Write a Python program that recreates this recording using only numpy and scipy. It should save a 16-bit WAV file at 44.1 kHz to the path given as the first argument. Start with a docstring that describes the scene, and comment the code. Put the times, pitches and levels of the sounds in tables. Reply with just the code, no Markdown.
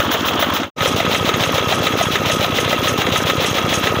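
"""Outdoors by a feed trough, a single-cylinder diesel engine drives a flywheel chaff cutter.
We hear it from a few steps away, then, after a short fade, from beside the trough.
The engine thumps and clatters at 15 cycles a second. Two knives take turns, seven cuts a second:
each crunches through green stalks and ends in a clack, while the gears set the iron frame ringing.
Up close, one knife also scrapes the mouth plate."""
import sys
import numpy as np
from scipy import signal
from scipy.fft import rfft, irfft
from scipy.io import wavfile
from scipy.ndimage import uniform_filter1d

SR = 44100
rng = np.random.default_rng(int(sys.argv[2]) if len(sys.argv) > 2 else 0)


def waveform_to_disk(signal):
    """Save audio, clipped to [-1, 1], as 16-bit WAV at the path in sys.argv[1]."""
    frames = np.transpose(np.atleast_2d(signal))
    scaled = np.clip(frames, -1, 1) * 32767
    samples = np.round(scaled).astype(np.int16)
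    wavfile.write(sys.argv[1], SR, samples)


N = 176400
TIME = np.arange(N) / SR
FAR_CUT_S, NEAR_CUT_S = 0.033, 0.044  # length of one crunch

# a knife finishes its cut: end_s, clack_db, thud_db, thud_pitch_hz
CUTS = [(0.001, -11, -12.5, 600), (0.142, -12, -15, 650), (0.284, -9.5, -37, 600), (0.424, -9, -14.5, 640),
        (0.564, -11.5, -35, 547), (0.857, -9.5, -8, 524), (1.001, -10, -10, 695), (1.146, -9, -18, 586),
        (1.29, -9, -11, 447), (1.435, -9, -25, 567), (1.58, -10, -11, 510), (1.723, -7.5, -9.5, 740),
        (1.868, -8, -14, 534), (2.01, -12.5, -8, 685), (2.155, -7.5, -14, 408), (2.297, -9.5, -12.5, 620),
        (2.444, -12.5, -13, 696), (2.584, -11.5, -10, 490), (2.728, -10, -12, 584), (2.871, -9.5, -14, 492),
        (3.016, -10, -26, 790), (3.157, -9, -20, 680), (3.298, -7, -21, 435), (3.443, -8.5, -16, 419),
        (3.582, -10.5, -22, 418), (3.727, -12, -15, 590), (3.87, -8.5, -16, 435)]


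def engine(near):
    """Exhaust and intake thump in every cycle, weaker around each cut's end; the combustion knocks."""
    # thumps in one cycle: delay_ms, level_db, pitch_hz, swell_ms, direction (push +1, suck -1)
    far_thumps = [(0.5, -24, 90, 7.7, -1), (1.19, -11, 230, 0.49, -1), (18.9, -12, 256, 1.94, 1),
                  (36.1, -12, 299, 2.4, 1)]
    near_thumps = [(0.43, -13.5, 143, 2.37, -1), (-0.5, -20.5, 98.7, 7.1, -1), (-0.8, -18.5, 520, 1.45, -1),
                   (18.5, -9.5, 482, 1.07, 1), (37.5, -10, 260, 1.36, 1)]
    # tone of the combustion knock: frequency_hz, level_db
    knock_spectrum = [(300, -15), (600, -21), (1000, 20), (1500, 12.5), (2400, -1), (3400, 15), (4100, -33),
                      (15000, -46)]
    first_s, cycle_hz, rise_hz_per_s = (0.7463, 15.103, .06) if near else (-0.0681, 15.432, 0)
    sag_depth_db, sag_lead_s, sag_recovery_s = 8.5, 0.022, 0.033
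    spread_db, pitch_spread = 0.76, 0.026
    knock_delay_s, knock_db, echo_db = 0.054, -19.5, -20
    cycles = np.arange(52)
    starts = first_s + cycles / (cycle_hz + rise_hz_per_s * cycles / cycle_hz / 2)
    cut_ends = np.array(CUTS)[:, 0]
    thumps = np.zeros(N)
    for delay_ms, db, hz, swell_ms, direction in (near_thumps if near else far_thumps):
        for s in starts + delay_ms / 1000:
            size, detune = rng.standard_normal(2)
            part = slice(*np.searchsorted(TIME, [s, s + .05]))
            age = TIME[part] - s
            gap_to_cut = np.maximum((cut_ends - s) / sag_lead_s, (s - cut_ends) / sag_recovery_s).min()
            gain = from_db(db - sag_depth_db * np.exp(-gap_to_cut ** 2) + spread_db * size)
            wave = np.sin(2 * np.pi * hz * (1 + pitch_spread * detune) * age)
            thumps[part] += direction * gain * wave * swell(age, swell_ms / 1000)
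    # the frame and the ground throw the thumps back faintly
    reflections = rng.standard_normal(SR // 10) * swell(TIME[:SR // 10], peak_s=.01)
    echo = from_db(echo_db) * thumps.std() * rms_one(signal.fftconvolve(thumps, reflections)[:N])
    firings = clicks(starts + knock_delay_s, from_db(rng.normal(knock_db, 0.39, len(starts))))
    knocks = decay(firings, seconds=0.0086) * colour(rng.standard_normal(N), knock_spectrum)
    return thumps + echo + knocks


def stalk_crunch(near):
    """Fine fibres snap and thick stalks crack while a knife passes through the bundle."""
    # tone of the stalks being cut: frequency_hz, level_db
    far_spectrum = [(200, -38), (600, -14), (1400, -8), (2400, -8.5), (3400, 1.5), (4000, -4.5),
                    (4500, -13), (6200, -9.5), (8500, -28), (12500, -16), (14000, -18), (14800, -6),
                    (15500, 0)]
    near_spectrum = [(200, -63), (550, 8), (1000, -1.5), (1600, -5.5), (2500, -2.5), (3300, 2), (4000, -2),
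                     (4400, -10), (6400, -11.5), (8000, -24), (11300, -24), (12500, -19.5), (13900, -27),
                     (14700, -18), (15500, -8.5)]
    spectrum, db, cut_s = (near_spectrum, -20, NEAR_CUT_S) if near else (far_spectrum, -19.5, FAR_CUT_S)
    attack_s, release_s, crack_db = 0.0089, 0.012, -3
    load = 0
    for end_s, *_ in CUTS:
        attack = np.clip((TIME - end_s + cut_s) / attack_s, 0, 1)
        release = np.exp(-np.maximum(TIME - end_s, 0) / release_s)
        load += attack * release
    breaks = decay(abs(grains(per_s=260, spread_db=1.6)), seconds=.0005)
    cracks = colour(breaks * rng.standard_normal(N), spectrum)
    bright_cracks = signal.sosfilt(signal.butter(1, 4000, "high", fs=SR, output="sos"), cracks)
    fibres = crackle(spectrum, per_s=4000, spread_db=0.5, flutter_db=1.5)
    return from_db(db) * load * (fibres + from_db(crack_db) * bright_cracks)


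def clacks():
    """Knives and loose parts strike the body, which rattles and rings; each cut thuds in the trough."""
    # loose parts clank between the cuts: start_s, level_db
    clanks = [(0.632, -3.5), (0.806, -2), (0.821, -3.5), (1.051, -2.5), (1.34, -0.5), (2.6769, -7),
              (3.066, -2), (3.2696, -6)]
    # tone of the rattle: frequency_hz, level_db
    rattle_spectrum = [(200, -40), (550, 5), (1000, -5.5), (2000, 2.5), (3900, -1), (4400, -26),
                       (6500, -8.5), (8000, -22.5), (13800, -33), (14700, -25), (15500, -24)]
    # modes of the cutter's body: pitch_hz, level_db, t60_s
    body_modes = [(1273, -5, 0.094), (1797, -14, 0.093), (2020, -6, 0.046), (2685, -13.5, 0.073),
                  (3690, -1, 0.015), (4070, -14, 0.021)]
    clank_db, rattle_db, body_db = -10, -5.5, -2
    attack_s, decay_s, scatter_s, thud_lag_s, body_top_hz = .0006, 0.013, 0.002076, 0.00099, 4420
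    blows = [(s, db) for s, db, _, _ in CUTS] + [(s, db + clank_db) for s, db in clanks]
    times, blow_db = np.transpose(blows)
    strikes = clicks(times, from_db(blow_db + rattle_db))
    envelope = decay(strikes, decay_s) - decay(strikes, attack_s)
    rattle = envelope * colour(rng.standard_normal(N), rattle_spectrum)
    body = 0
    for hz, mode_db, t60 in body_modes:
        onsets = times + rng.uniform(0, scatter_s, len(times))
        gains = from_db(blow_db + body_db + mode_db + rng.normal(0, 2, len(times)))
        body += ring(clicks(onsets, gains), hz, t60)
    body = signal.sosfilt(signal.butter(4, body_top_hz, fs=SR, output="sos"), body)
    thuds = sum(tone_burst(s + thud_lag_s, hz, db, swell_s=0.0024) for s, _, db, hz in CUTS)
    return rattle + body + thuds


def knife_scrapes():
    """An edge judders along the mouth plate and sings, touches once more, and pings where it catches."""
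    # one knife rubs the plate once a turn: start_s, level_db
    rubs = [(0.866, -23), (1.159, -25.5), (1.447, -27), (1.735, -26.5), (2.02, -25), (2.311, -21.5),
            (2.595, -24.5), (2.878, -24), (3.167, -23.5), (3.455, -22), (3.734, -20)]
    # tone of the grinding: frequency_hz, level_db
    grind_spectrum = [(1500, -18), (2600, 16.5), (3400, 15), (4400, 1), (5300, 8), (6200, 12.5), (6500, -1),
                      (6900, 5), (8300, 1), (9800, 4.5), (11500, -1.5), (13800, -17), (14600, 9),
                      (15500, -45.5)]
    # the edge catches: start_s, pitch_hz, level_db
    catches = [(1.335, 6500, -28), (1.435, 6400, -26), (1.617, 6280, -37), (1.641, 6560, -35),
               (2.025, 6550, -23), (2.312, 6660, -37), (2.59, 6430, -29), (2.884, 6500, -26),
               (3.492, 6470, -25), (3.74, 6570, -21)]
    # modes of the rubbed edge: pitch_hz, level_db
    edge_modes = [(5650, -24), (6500, -12), (7780, -20.5), (9700, -27), (10900, -34)]
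    swell_s, rebound_s, rebound_db = 0.012, 0.047, -11
    pressure = 0
    for s, db in rubs:
        rebound = from_db(rebound_db) * swell(TIME - s - rebound_s, swell_s / 2)
        pressure += from_db(db) * (swell(TIME - s, swell_s) + rebound)
    squeal = sum(from_db(db) * rms_one(ring(rng.standard_normal(N), hz, t60=0.083))
                 for hz, db in edge_modes)
    grinding = crackle(grind_spectrum, per_s=5000, spread_db=0.8, flutter_db=2.5)
    judder = from_db(drift(rate_hz=150))
    pings = sum(tone_burst(s, hz, db, swell_s=0.0066) for s, hz, db in catches)
    return pressure * (rms_one(grinding * judder) + squeal) + pings


def iron_rings():
    """Tapping gear teeth make the frame sing and the gears chink; a knife in the stalks damps both."""
    # modes of the frame and gears: pitch_hz, level_db, t60_s, taps_per_s, steadiness (0-1)
    iron_modes = [(1266, -27, 0.061, 900, 0.4), (2705, -35.5, 0.056, 67, 0),
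                  (3317, -32.5, 0.025, 130, 0.25), (6100, -48.5, 0.046, 17, .15),
                  (6600, -46, 0.062, 33, 0.3)]
    damping = 0.55
    ringing = 0
    for hz, db, t60, taps_per_s, steadiness in iron_modes:
        tone = rms_one(ring(grains(taps_per_s, spread_db=0.36), hz, t60))
        power = uniform_filter1d(tone ** 2, size=600) + .01
        ringing += from_db(db) * rms_one(tone / power ** (steadiness / 2))
    cutting = sum(np.exp(-((TIME - end_s) / (NEAR_CUT_S / 2) + 1) ** 2) for end_s, *_ in CUTS)
    return ringing * (1 - damping * cutting)


def clatter(near):
    """Valve gear, belt and feed gears make a bed of dense small contacts."""
    # tone of the running machinery: frequency_hz, level_db
    far_spectrum = [(60, -13), (130, -5.5), (280, -11), (580, 0), (750, -5), (1300, -3.5), (1650, -9.5),
                    (2500, -14.5), (3200, -7), (4000, -17), (4600, -24), (6500, -23.5), (8400, -38),
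                    (14000, -32.5), (15200, -23)]
    near_spectrum = [(60, -13), (85, -4), (200, 1.5), (550, 2), (900, -3.5), (1500, -6), (2300, -6),
                     (3400, -9.5), (4000, -7.5), (4300, -18.5), (6500, -16.5), (7600, -27.5),
                     (14000, -29.5), (14700, -14), (15500, -31)]
    spectrum, db = (near_spectrum, -22.5) if near else (far_spectrum, -20.5)
    return from_db(db) * crackle(spectrum, per_s=5000, spread_db=0.5, flutter_db=3.5)


def crackle(spectrum, per_s, spread_db, flutter_db):
    """Dense snaps in five bands, each band fluttering in level on its own; unit power."""
    # bands from dull snaps to bright ones: low_hz, high_hz
    bands = [(30, 900), (900, 2200), (2200, 4500), (4500, 9000), (9000, 17000)]
    snaps = 0
    for band in bands:
        bandpass = signal.butter(2, band, "band", fs=SR, output="sos")
        band_snaps = signal.sosfilt(bandpass, grains(per_s, spread_db))
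        snaps += band_snaps * from_db(flutter_db * drift(rate_hz=62))
    return colour(snaps, spectrum)


def tone_burst(start_s, hz, db, swell_s):
    """A resonance swells quickly and dies away."""
    out = np.zeros(N)
    part = slice(*np.searchsorted(TIME, [start_s, start_s + .08]))
    age = TIME[part] - start_s
    out[part] = from_db(db) * np.sin(2 * np.pi * hz * age) * swell(age, swell_s)
    return out


def ring(x, hz, t60):
    """Each click sets a sine ringing that falls 60 dB in t60 seconds."""
    radius, angle = np.exp(-np.log(1000) / (t60 * SR)), 2 * np.pi * hz / SR
    return signal.lfilter([0, np.sin(angle)], [1, -2 * radius * np.cos(angle), radius ** 2], x + 1e-18)


def grains(per_s, spread_db):
    """Random clicks of uneven size."""
    sizes = from_db(spread_db * np.minimum(rng.exponential(1, N), 4))
    return sizes * rng.choice([-1, 1], N) * (rng.random(N) < per_s / SR)


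def clicks(times, gains):
    """One click at each time."""
    out = np.zeros(N)
    at = np.round(times * SR).astype(int)
    inside = (at >= 0) & (at < N)
    out[at[inside]] = gains[inside]
    return out


def decay(x, seconds):
    """Each click starts an exponential decay."""
    return signal.lfilter([1], [1, -np.exp(-1 / (seconds * SR))], x + 1e-18)


def swell(age, peak_s):
    """An envelope that rises to one at peak_s and dies away."""
    progress = np.maximum(age, 0) / peak_s
    return progress * np.exp(1 - progress)


def drift(rate_hz):
    """A smooth random wobble with a spread of one."""
    pole = np.exp(-2 * np.pi * rate_hz / SR)
    return rms_one(signal.lfilter([1], [1, -2 * pole, pole ** 2], rng.standard_normal(N + SR))[SR:])


def colour(x, spectrum):
    """Equalise through (frequency_hz, level_db) points, rolling off below the first; unit power."""
    hz, db = np.transpose(spectrum)
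    bins_hz = np.maximum(np.fft.rfftfreq(N, 1 / SR), 1)
    curve = from_db(np.interp(np.log(bins_hz), np.log(hz), db))
    roll_off = np.minimum(bins_hz / hz[0], 1) ** 2
    return rms_one(irfft(rfft(x) * curve * roll_off, N))


def from_db(db):
    """Decibels to gain."""
    return 10 ** (np.asarray(db) / 20)


def rms_one(x):
    """Scale to unit power."""
    return x / np.sqrt(np.mean(x ** 2) + 1e-20)


def scene():
    """The machine from a few steps away fades out, then fades in beside the trough."""
    # fades of the two positions: time_s, gain (0-1)
    far_fade = [(0.615, 1), (0.66, .33), (0.704, 0)]
    near_fade = [(0.761, 0), (0.785, .55), (0.81, 1)]
    blows, rings = clacks(), iron_rings()
    far = engine(near=False) + clatter(near=False) + stalk_crunch(near=False)
    far += blows + from_db(-7) * rings
    near = engine(near=True) + clatter(near=True) + stalk_crunch(near=True)
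    near += blows + rings + knife_scrapes()
    far *= np.interp(TIME, *np.transpose(far_fade))
    near *= np.interp(TIME, *np.transpose(near_fade))
    return (far + near)[None]


def record(dry):
    """The microphone loses the deepest bass, peaks are rounded and the top is cut."""
    low_cut_hz, high_cut_hz, ceiling = 58, 15600, .95
    thin = signal.sosfiltfilt(signal.butter(2, low_cut_hz, "high", fs=SR, output="sos"), dry)
    rounded = thin / (1 + (thin / ceiling) ** 8) ** .125
    return signal.sosfilt(signal.ellip(12, .2, 90, high_cut_hz, fs=SR, output="sos"), rounded)


dry = scene()
out = record(dry)
waveform_to_disk(out)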